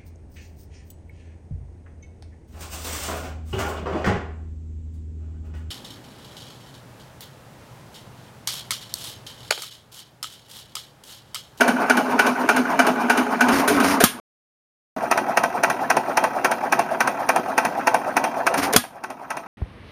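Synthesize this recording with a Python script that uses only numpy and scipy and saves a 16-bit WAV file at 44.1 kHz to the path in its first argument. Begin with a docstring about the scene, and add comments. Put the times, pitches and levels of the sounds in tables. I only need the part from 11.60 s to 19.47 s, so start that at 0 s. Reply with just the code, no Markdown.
"""A hit-and-miss engine coasts on a porch. Each turn of its slowing flywheels brings two clacks of the
valve gear, impacts that ring the iron, and two swells of sliding friction. It sucks in a charge past
a fluttering valve, trips its igniter and fires; the bang overloads the microphone, whose gain control
ducks. After a silent break the engine coasts on a lawn, its clacks drier, then fires once more and
runs on faster. Bearings hiss and the yard rumbles faintly in both places."""
import sys
import numpy as np
from scipy import signal
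from scipy.fft import rfft, irfft, next_fast_len
from scipy.io import wavfile
from scipy.ndimage import uniform_filter1d

SR = 44100
rng = np.random.default_rng(int(sys.argv[2]) if len(sys.argv) > 2 else 0)


def unload_wav(signal):
    """Save mono or channel-first audio to the path in sys.argv[1] as 16-bit WAV at rate SR, clipped to [-1, 1]."""
    wavfile.write(
        sys.argv[1],
        SR,
        np.round(np.clip(np.atleast_2d(signal).T, -1, 1) * 32767).astype(np.int16),
    )


N = 347067
BREAK_S = (2.6, 3.364)  # start and end of the silence
TOP_HZ, USUAL_TURN_S = 15450, .28

# Coasting runs. Each row: start, end, first turn's length and lengthening per turn, all in seconds.
PORCH_COASTS = [(0.0055, 2.4, .2899, .00405)]
# Resonances of castings, skid and surroundings, then of steel rods and springs.
# Each row: centre in Hz, width in Hz, boost or dip in dB.
PORCH_PEAKS = [(251.6, 40.0, 21), (420, 63, 17.5), (580, 230, 7), (703, 107, 15), (836, 13, 16.5),
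               (893, 27, 9.5), (937, 33, 11), (1070, 43.0, 1.5), (1260, 42.0, 9.5), (1340, 330, -13),
               (1469, 423, 31.5), (2362, 88, 7.5), (2700, 51.0, 6), (2955, 91, 7.5), (5370, 110, 2),
               (6230, 270, 0), (8235, 270, 9.5), (9770, 692.0, 10), (10860, 170, 10.5), (14281.0, 268.0, 2)]
STEEL_MODES = [(1960, 13, 6.5), (2297, 120, 4.5), (2564, 30, 2), (3337, 21, -10), (3750, 19, -3.5),
               (5650, 100, -1), (6360, 130, 8), (8774, 65, 8.5), (8700, 45, -10.5), (9000, 45, 0.5),
               (9300, 76, -6), (12000, 70, 6), (11967, 54, 6), (12646, 60, 9), (14000, 88, 14.5)]
# Modes of the igniter and its lever. Each row: centre in Hz, width in Hz, boost in dB.
IGNITER_MODES = [(423, 40, 13.5), (697, 70, 15.5)]
# Spectra of the two clacks, the rubbing and the lever trips. Each row: frequency in Hz, level in dB.
PORCH_FIRST_CLACK = [(60.0, -29), (130.0, -29.5), (240.0, 0), (450.0, -8.5), (750.0, -2.5), (1100.0, -1.5),
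                     (1600.0, -5.5), (2600.0, 0), (3500.0, -7.5), (6000.0, -7.5), (9500.0, -15.5),
                     (15000.0, -22.5)]
PORCH_SECOND_CLACK = [(60.0, -25), (130.0, -31), (240.0, -2.5), (450.0, -18.5), (750.0, -9),
                      (1100.0, -17.5), (1600.0, -14), (2600.0, -7.5), (3500.0, -11), (6000.0, -14),
                      (9500.0, -19), (15000.0, -27.5)]
PORCH_RUB = [(60.0, -41), (130.0, -23), (240.0, -2.5), (450.0, -12.5), (750.0, -10), (1100.0, -7.5),
             (1600.0, -20), (2600.0, -20), (3500.0, -30.5), (6000.0, -32), (9500.0, -38.5), (15000.0, -43)]
TRIP_SPECTRUM = [(60, -13.5), (250, -3), (450, -2), (850, -6.5), (1500, -1.5), (3000, -4.5), (6000, -8.5),
                 (10000, -8.5), (15000, -17)]
# Friction swells of the low, middle and high band.
# Each row: first swell as a share of the turn, swing in dB, bias to the outward stroke in dB.
PORCH_SWELLS = [(0.32, 4, 1.5), (0.27, 4.5, 1.5), (0.3, 1, 3)]
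# Knocks of loose play in gears and bearings. Each row: share of the turn, level in dB.
PORCH_KNOCKS = [(.54, -26), (.62, -33), (.80, -34), (.955, -27.5)]
# Trips of valve lever and igniter before the firing. Each row: start in seconds, level in dB.
PORCH_TRIPS = [(2.075, -15.5), (2.401, -15.5)]


def porch():
    """Impact and friction excite resonances; under the roof the clacks ring longer and the skid booms."""
    turns, peaks = flywheel(PORCH_COASTS), np.vstack([PORCH_PEAKS, STEEL_MODES])
    first, second = valve_gear(turns, PORCH_KNOCKS, first_db=-12, second_db=-18.5, second_share=.246,
                               tail_db=-2.5, rise_s=.006, bright_s=.005, fresh=.6, t60=.17)
    clacks = coloured(first, PORCH_FIRST_CLACK, peaks) + coloured(second, PORCH_SECOND_CLACK, peaks)
    lever = blows(PORCH_TRIPS, rise_s=.0058, bright_s=.0056, fresh=1.9, tail_db=3, t60=.21)
    trips = coloured(lever, TRIP_SPECTRUM, np.vstack([peaks * [1, 1, .5], IGNITER_MODES]))
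    rub = amp(-22.5) * rubbing(turns, PORCH_SWELLS, PORCH_RUB, peaks, depth=.5, grit_db=1)
    swish = piston_swish(turns, .745, .073, glide_hz=(1064, 797), width_hz=270, tone_db=-25.5, hiss_db=-41)
    return clacks + trips + rub + swish


# Coasting runs. Each row: start, end, first turn's length and lengthening per turn, all in seconds.
LAWN_COASTS = [(3.2552, 7.1, .2557, .003665), (7.172, 7.87, .264, .0025)]
# Ringing resonances of the engine, plus broad treble boosts that brighten the clacks.
# Each row: centre in Hz, width in Hz, boost in dB.
LAWN_PEAKS = [(222, 40, 6.7), (268.7, 85, 13.7), (372.3, 28, 10.7), (504, 20, 8.4), (678, 64, 7.3),
              (877, 33, 7.6), (973, 71, 7), (1087, 33, 7.8), (1279, 25, 9.6), (1353, 53, 7.7),
              (1537, 136, 9.1), (1900, 317, 8.6), (2500, 505, 20), (2755, 185, 8.1), (3210, 42, 11.7),
              (5300, 210, 3.1), (5840, 100, 8.5), (8940, 2470, 14), (9760, 1000, 12.3), (10880, 2000, 8.9)]
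# Spectra of the two clacks and the rubbing. Each row: frequency in Hz, level in dB.
LAWN_FIRST_CLACK = [(60.0, -37), (130.0, -33), (240.0, -21.5), (450.0, -13), (750.0, -0.5), (1100.0, -7),
                    (1600.0, -10), (2600.0, -26.5), (3500.0, -21), (6000.0, -17.5), (9500.0, -41.5),
                    (15000.0, -30)]
LAWN_SECOND_CLACK = [(60.0, -33), (130.0, -26), (240.0, -26), (450.0, -19), (750.0, -0.5), (1100.0, -12),
                     (1600.0, -14.5), (2600.0, -31.5), (3500.0, -24.5), (6000.0, -25), (9500.0, -44.5),
                     (15000.0, -37)]
LAWN_RUB = [(60.0, -49), (130.0, -11), (240.0, -12), (450.0, -9.5), (750.0, 1), (1100.0, -8.5),
            (1600.0, -19), (2600.0, -35), (3500.0, -31.5), (6000.0, -34.5), (9500.0, -56), (15000.0, -38)]
# Friction swells by band. Each row: share of the turn, swing in dB, outward bias in dB.
LAWN_SWELLS = [(0.3, 2, 1.2), (0.25, 3.5, 1.7), (0.34, 2.6, 2.4)]
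# Knocks of loose play; those just before a clack take up slack. Each row: share of the turn, level in dB.
LAWN_KNOCKS = [(.215, -40), (.49, -33), (.585, -31.5), (.785, -33), (.975, -30)]
# Trips of valve lever and igniter. Each row: start in seconds, level in dB.
LAWN_TRIPS = [(6.977, -28), (7.126, -25), (7.133, -17)]


def lawn():
    """In the open the clacks decay sooner and sound thinner, and both piston strokes swish."""
    turns, peaks = flywheel(LAWN_COASTS), np.vstack([LAWN_PEAKS, STEEL_MODES])
    first, second = valve_gear(turns, LAWN_KNOCKS, first_db=-14.5, second_db=-18, second_share=.243,
                               tail_db=-7.5, rise_s=.0049, bright_s=.0033, fresh=.83, t60=.13)
    clacks = coloured(first, LAWN_FIRST_CLACK, peaks) + coloured(second, LAWN_SECOND_CLACK, peaks)
    lever = blows(LAWN_TRIPS, rise_s=.0074, bright_s=.0027, fresh=.84, tail_db=-8, t60=.26)
    trips = coloured(lever, TRIP_SPECTRUM, IGNITER_MODES)
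    rub = amp(-27.5) * rubbing(turns, LAWN_SWELLS, LAWN_RUB, peaks, depth=.75, grit_db=2)
    inward = piston_swish(turns, .715, .06, (844.4, 633.6), width_hz=204, tone_db=-22.5, hiss_db=-45)
    scrape = piston_swish(turns, .775, .064, (1038, 1649), width_hz=640, tone_db=-30.5, hiss_db=-57)
    outward = piston_swish(turns, .34, .061, (957, 539), width_hz=53, tone_db=-33, hiss_db=-74)
    return clacks + trips + rub + inward + scrape + outward


def flywheel(coasts, db_per_doubling=3.5, fired_db=1):
    """Friction slows the wheels and level follows speed. Each row: a turn's start s, length s, dB."""
    turns = []
    for firings, (start, end, length, lengthening) in enumerate(coasts):
        while start < end:
            level = db_per_doubling * np.log2(USUAL_TURN_S / length) + fired_db * (firings > 0)
            turns.append((start, length, level))
            start, length = start + length, length + lengthening
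    return np.array(turns)


def at_share(turns, share):
    """Times at which the crank passes a share of each turn."""
    starts, lengths, _ = turns.T
    return starts + share * lengths


def each_turn(turns, share, db, scatter_db=-.15):
    """Periodic impacts (s, dB) at one crank angle, no two equally hard."""
    return zip(at_share(turns, share), db + turns[:, 2] + scatter_db * noise(len(turns)))


def valve_gear(turns, play, first_db, second_db, second_share, tail_db, **contact):
    """Impact forces: the first clack with the soft knocks of backlash, and the second clack."""
    def unloaded(hits):
        """For a turn after each gulp of air the gear is under load and these hits drop out."""
        return [(s, db) for s, db in hits if not any(0 < s - gulp[0] < USUAL_TURN_S for gulp in GULPS)]

    first = blows(unloaded(each_turn(turns, 0, first_db)), tail_db=tail_db, rebound_db=-3.5, **contact)
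    second_hits = each_turn(turns, second_share, second_db)
    second = blows(second_hits, tail_db=tail_db + 1, rebound_db=-7.5, **contact)
    knocks = unloaded(hit for share, db in play for hit in each_turn(turns, share, db, scatter_db=-.5))
    backlash = blows(knocks, rise_s=.0051, bright_s=.0036, fresh=1.5, tail_db=-5.5, t60=.037)
    dull, bright = split(backlash, 2300)
    return first + dull + amp(-13) * bright, second


def blows(hits, rise_s, bright_s, fresh, tail_db, t60, rebound_s=.009, rebound_db=-7):
    """Each impact (s, dB) is a recurring chatter with a fresh part, a dull rebound and a damped rattle."""
    contact = lambda: split(chatter(rise_s), 3000)[0] + split(chatter(bright_s), 3900)[1]
    usual, force, t = contact(), np.zeros(N), clock(SR // 3)
    for s, db in hits:
        size = amp(db) * np.sqrt(.02 * SR)  # the energy of 20 ms at this level
        add(force, s, size * (usual + fresh * contact()) / np.hypot(1, fresh))
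        rebound_at = s + rebound_s * rng.uniform(.7, 1.3)
        add(force, rebound_at, size * amp(rebound_db) * split(chatter(rise_s / 2), 3300)[0])
        rattle = noise(len(t)) * amp(-60 * t / t60) * (1 - np.exp(-t / rise_s))
        add(force, s, size * amp(tail_db) * rattle / np.linalg.norm(rattle))
    return force


def chatter(rise_s, count=4096):
    """Iron meets iron in many tiny contacts: a broadband burst of unit energy."""
    age = clock(count) / rise_s
    envelope = age * np.exp(1 - age)
    burst = envelope * noise(count)
    for _ in range(3):  # flatten the spectrum, then restore the burst's outline
        burst = irfft(np.exp(1j * np.angle(rfft(burst)))) * np.sqrt(envelope)
    return burst / np.linalg.norm(burst)


# Firings. Each row: start in seconds, then levels of pressure wave, jet and echo in dB.
BANGS = [(2.4382, 5.5, 4.5, -3), (7.162, 4.5, 11, 0)]
# Spectra of the gas jet, its echo, and the rumble of yard and skid. 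Each row: frequency in Hz, level in dB.
JET_SPECTRUM = [(30, -24.5), (100, 2.5), (200, -3), (600, -5), (1300, -3.5), (2500, -11.5), (5500, -6.5),
                (9500, -2), (15000, -12)]
ECHO_SPECTRUM = [(40, -18), (250, -1.5), (500, -18), (1300, -2.5), (3000, -0.5), (6500, -6), (9700, 1),
                 (12000, -5), (15000, -14)]
RUMBLE_SPECTRUM = [(25, -13.5), (60, -8.5), (150, 1.5), (300, -0.5), (1000, -27), (4000, -32),
                   (15000, -41.5)]
# Resonances of the muffler. Each row: centre in Hz, width in Hz, boost in dB.
MUFFLER_MODES = [(240, 50, 11), (700, 160, 7), (1070, 55, 9), (1252, 54, 11), (1660, 80, 11.5),
                 (3300, 330, 4.5)]


def exhaust(push_s=.0007, jet_t60=.084, echo_t60=.24, shake_db=-33, shake_t60=4):
    """A pressure pulse leaves, a turbulent jet rings the muffler, the yard echoes, the skid shakes on."""
    wave, jet, echo, shake = np.zeros((4, N))
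    t = clock(2 * SR)
    phase = t / push_s
    dying = lambda db, t60: amp(db - 60 * t / t60) * noise(len(t))
    for s, push_db, jet_db, echo_db in BANGS:
        add(wave, s - push_s, amp(push_db) * np.sin(phase) * np.exp(-np.minimum(phase / 5, 50)))
        add(jet, s, dying(jet_db, jet_t60) * (1 - np.exp(-(phase / 2) ** 2)))
        add(echo, s, dying(echo_db, echo_t60) * (1 - np.exp(-t / .00517)))
        add(shake, s, dying(shake_db, shake_t60))
    wave = highpass(wave, 130)  # a small outlet radiates little bass
    blast = wave + coloured(jet, JET_SPECTRUM, MUFFLER_MODES)
    return blast + coloured(echo, ECHO_SPECTRUM, MUFFLER_MODES) + coloured(shake, RUMBLE_SPECTRUM)


# Gulps of air. Each row: start in seconds, length in seconds, hiss in dB, snore in dB.
GULPS = [(1.909, 0.093, -22.5, -22), (2.094, 0.073, -27, -20.5), (2.224, .11, -21, -22.5),
         (6.966, 0.018, -20.5, -21.5), (7.012, 0.036, -22, -27.5)]
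# Spectra of the intake's hiss and snore. Each row: frequency in Hz, level in dB.
AIR_SPECTRUM = [(60, -5.5), (400, -7), (1000, 7.5), (2300, 1), (3500, -9.5), (5500, -5.5), (7000, -10.5),
                (9500, -7.5), (15000, -18.5)]
SNORE_SPECTRUM = [(30, -20.5), (60, -11.5), (110, -16.5), (170, -11.5), (285, 4), (370, -7.5), (700, -8.5),
                  (1500, -29), (4000, -53.5)]
# Resonances of the intake pipe. Each row: centre in Hz, width in Hz, boost in dB.
PIPE_MODES = [(267, 30, 3.5), (418, 35.4, 1.5)]


def intake(flutter_hz=95, unsteady=.092, edge_s=.021, surge_db=1.5):
    """A fluttering valve chops the flow into puffs that excite the pipe, while air hisses past in surges."""
    hiss, snore = np.zeros(N), np.zeros(N)
    for s, length, hiss_db, snore_db in GULPS:
        t = clock(int((length + 4 * edge_s) * SR))
        envelope = np.minimum(t / edge_s, 1) * np.exp(-np.maximum(t - length, 0) / edge_s)
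        flow = envelope * unit(amp(surge_db * wander(len(t), 500)))
        cycles = np.cumsum(flutter_hz * (1 + unsteady * wander(len(t), 200))) / SR
        puffs = unit(np.diff(np.floor(cycles), prepend=0))
        add(snore, s, amp(snore_db) * flow * unit(puffs + .32 * noise(len(t))))
        add(hiss, s, amp(hiss_db) * flow * noise(len(t)))
    return coloured(hiss, AIR_SPECTRUM) + coloured(snore, SNORE_SPECTRUM, PIPE_MODES)


def rubbing(turns, swells, spectrum, peaks, depth, grit_db):
    """Friction noise of piston, bearings and gears swells at mid-stroke and eases at the dead centres."""
    starts, _, level = turns.T
    edges = np.append(starts, at_share(turns, 1)[-1])
    angle = 2 * np.pi * np.interp(clock(), edges, np.arange(len(edges)))
    grit = amp(grit_db * wander(N, 90))
    friction = coloured(patchy(grit * noise(N), depth_db=2.5), spectrum, peaks, depth)
    low, upper = split(friction, 480)
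    sound = np.zeros(N)
    for band, (share, swing_db, bias_db) in zip((low, *split(upper, 3500)), swells):
        crank = angle - 2 * np.pi * share
        sound += band * amp(swing_db * np.cos(2 * crank) + bias_db * np.cos(crank))
    return sound * amp(np.interp(clock(), at_share(turns, .93), level))


def piston_swish(turns, share, length_s, glide_hz, width_hz, tone_db, hiss_db):
    """Sliding is fastest near mid-stroke: a hollow, noise-driven resonance glides under an oily hiss."""
    hollow, hiss, t = np.zeros(N), np.zeros(N), clock(int(length_s * SR))
    swell = np.sin(np.pi * t / length_s) ** 2
    narrow = signal.butter(2, width_hz / 2, fs=SR, output="sos")
    for s, level in zip(at_share(turns, share), turns[:, 2]):
        hz = np.geomspace(*glide_hz, len(t)) * np.exp(rng.normal(0, .03))
        waver = signal.sosfilt(narrow, noise(len(t)) + 1j * noise(len(t)))
        tone = unit(np.real(waver * np.exp(2j * np.pi * np.cumsum(hz) / SR)))
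        add(hollow, s - length_s / 2, amp(level + tone_db) * swell * tone)
        add(hiss, s - length_s / 2, amp(level + hiss_db) * swell * noise(len(t)))
    return hollow + coloured(hiss, spectrum=[(1000, -29), (4500, -4), (15000, -10)],
                             peaks=[(5560, 1300, 5.4), (9270, 1300, 8), (14000, 1200, 3.8)])


def patchy(x, depth_db, size=512):
    """Contact spots come and go, so narrow bands flare up for some 30 ms."""
    bands = signal.stft(x, nperseg=size)[2]
    flares = uniform_filter1d(noise(bands.shape), size=3, axis=0)
    flares = unit(uniform_filter1d(flares, size=6, axis=1))
    return unit(signal.istft(bands * amp(depth_db * flares), nperseg=size)[1][:len(x)])


# Hiss of the oiled bearings. Each row: frequency in Hz, level in dB.
BEARING_SPECTRUM = [(1000, -9.5), (3000, -5.5), (6000, -2.5), (9500, 8.5), (12000, -2), (15000, -8)]


def bearings():
    """Continuous friction in the oiled bearings excites the modes of the steel."""
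    return coloured(patchy(noise(N), depth_db=8.5), BEARING_SPECTRUM, STEEL_MODES)


def coloured(x, spectrum, peaks=(), depth=1, size=8192):
    """Minimum-phase filter of unit power: a broad spectrum with peaks, of which the narrow ones ring on."""
    hz = np.fft.rfftfreq(size, 1 / SR)
    knots_hz, level = np.transpose(spectrum)
    gain = amp(np.interp(np.log(hz + 1), np.log(knots_hz), level) + depth * peak_curve(peaks, hz))
    cepstrum = irfft(np.log(gain + 1e-6))
    cepstrum[1:size // 2] *= 2  # folding the cepstrum makes the response causal
    cepstrum[size // 2 + 1:] = 0
    response = irfft(np.exp(rfft(cepstrum)) / np.sqrt(np.mean(gain ** 2 * (hz < TOP_HZ))))
    return signal.fftconvolve(x, response)[:len(x)]


def peak_curve(peaks, hz):
    """Lorentzian peaks and dips, summed in dB."""
    return sum(db / (1 + (2 * (hz - centre) / width) ** 2) for centre, width, db in peaks)


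def split(x, hz):
    """The parts below and above a frequency."""
    low = signal.sosfiltfilt(signal.butter(2, hz, fs=SR, output="sos"), x)
    return low, x - low


def highpass(x, hz):
    """Second-order bass roll-off."""
    return signal.sosfilt(signal.butter(2, hz, "highpass", fs=SR, output="sos"), x)


def noise(shape):
    """White noise."""
    return rng.standard_normal(shape)


def wander(count, span):
    """Noise averaged over span samples, at rms 1."""
    return unit(uniform_filter1d(noise(count), size=span))


def amp(db):
    """Decibels to gain."""
    return 10 ** (np.asarray(db) / 20)


def unit(x):
    """Scale to rms 1."""
    return x / np.sqrt(np.mean(x ** 2) + 1e-20)


def clock(count=N):
    """Sample times in seconds."""
    return np.arange(count) / SR


def add(track, s, sound):
    """Mix a sound in at s seconds."""
    part = track[max(round(s * SR), 0):][:len(sound)]
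    part += sound[:len(part)]


def scene():
    """Superposition: the engine, on the porch and then on the lawn, over bearing hiss and yard rumble."""
    engine = np.where(clock() < BREAK_S[0], porch(), lawn())
    hiss = amp(-56) * bearings()
    yard = amp(-50) * coloured(noise(N), RUMBLE_SPECTRUM)
    return (engine + hiss + intake() + exhaust() + yard)[None]


def gain_control(x, limit_db=-8, slope=1.312, attack_s=.0044, release_db_per_s=14):
    """Compression: a level above the limit pulls the gain down fast, and it creeps back."""
    level_db = 10 * np.log10(np.abs(uniform_filter1d(x ** 2, size=220)) + 1e-12)
    creep = release_db_per_s * clock()
    cut_db = np.maximum.accumulate(slope * np.maximum(level_db - limit_db, 0) + creep) - creep
    pole = np.exp(-1 / (attack_s * SR))
    return x * amp(-signal.lfilter([1 - pole], [1, -pole], cut_db))


def record(dry):
    """Bass roll-off, notches of the microphone port, gain control, clipping, the break and a band limit."""
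    size = next_fast_len(N + SR // 2)
    hz = np.fft.rfftfreq(size, 1 / SR)
    port = amp(peak_curve([(7845, 570, -19), (10850, 180, -19.5)], hz))
    x = irfft(rfft(highpass(dry[0], 45), size) * port, size)[:N]
    x = np.clip(gain_control(x), -.9, .9)
    x *= (clock() < BREAK_S[0]) | (clock() > BREAK_S[1])
    band_limit = 1 / np.sqrt(1 + (hz / TOP_HZ) ** 400)
    return irfft(rfft(x, size) * band_limit, size)[None, :N]


dry = scene()
out = record(dry)
unload_wav(out)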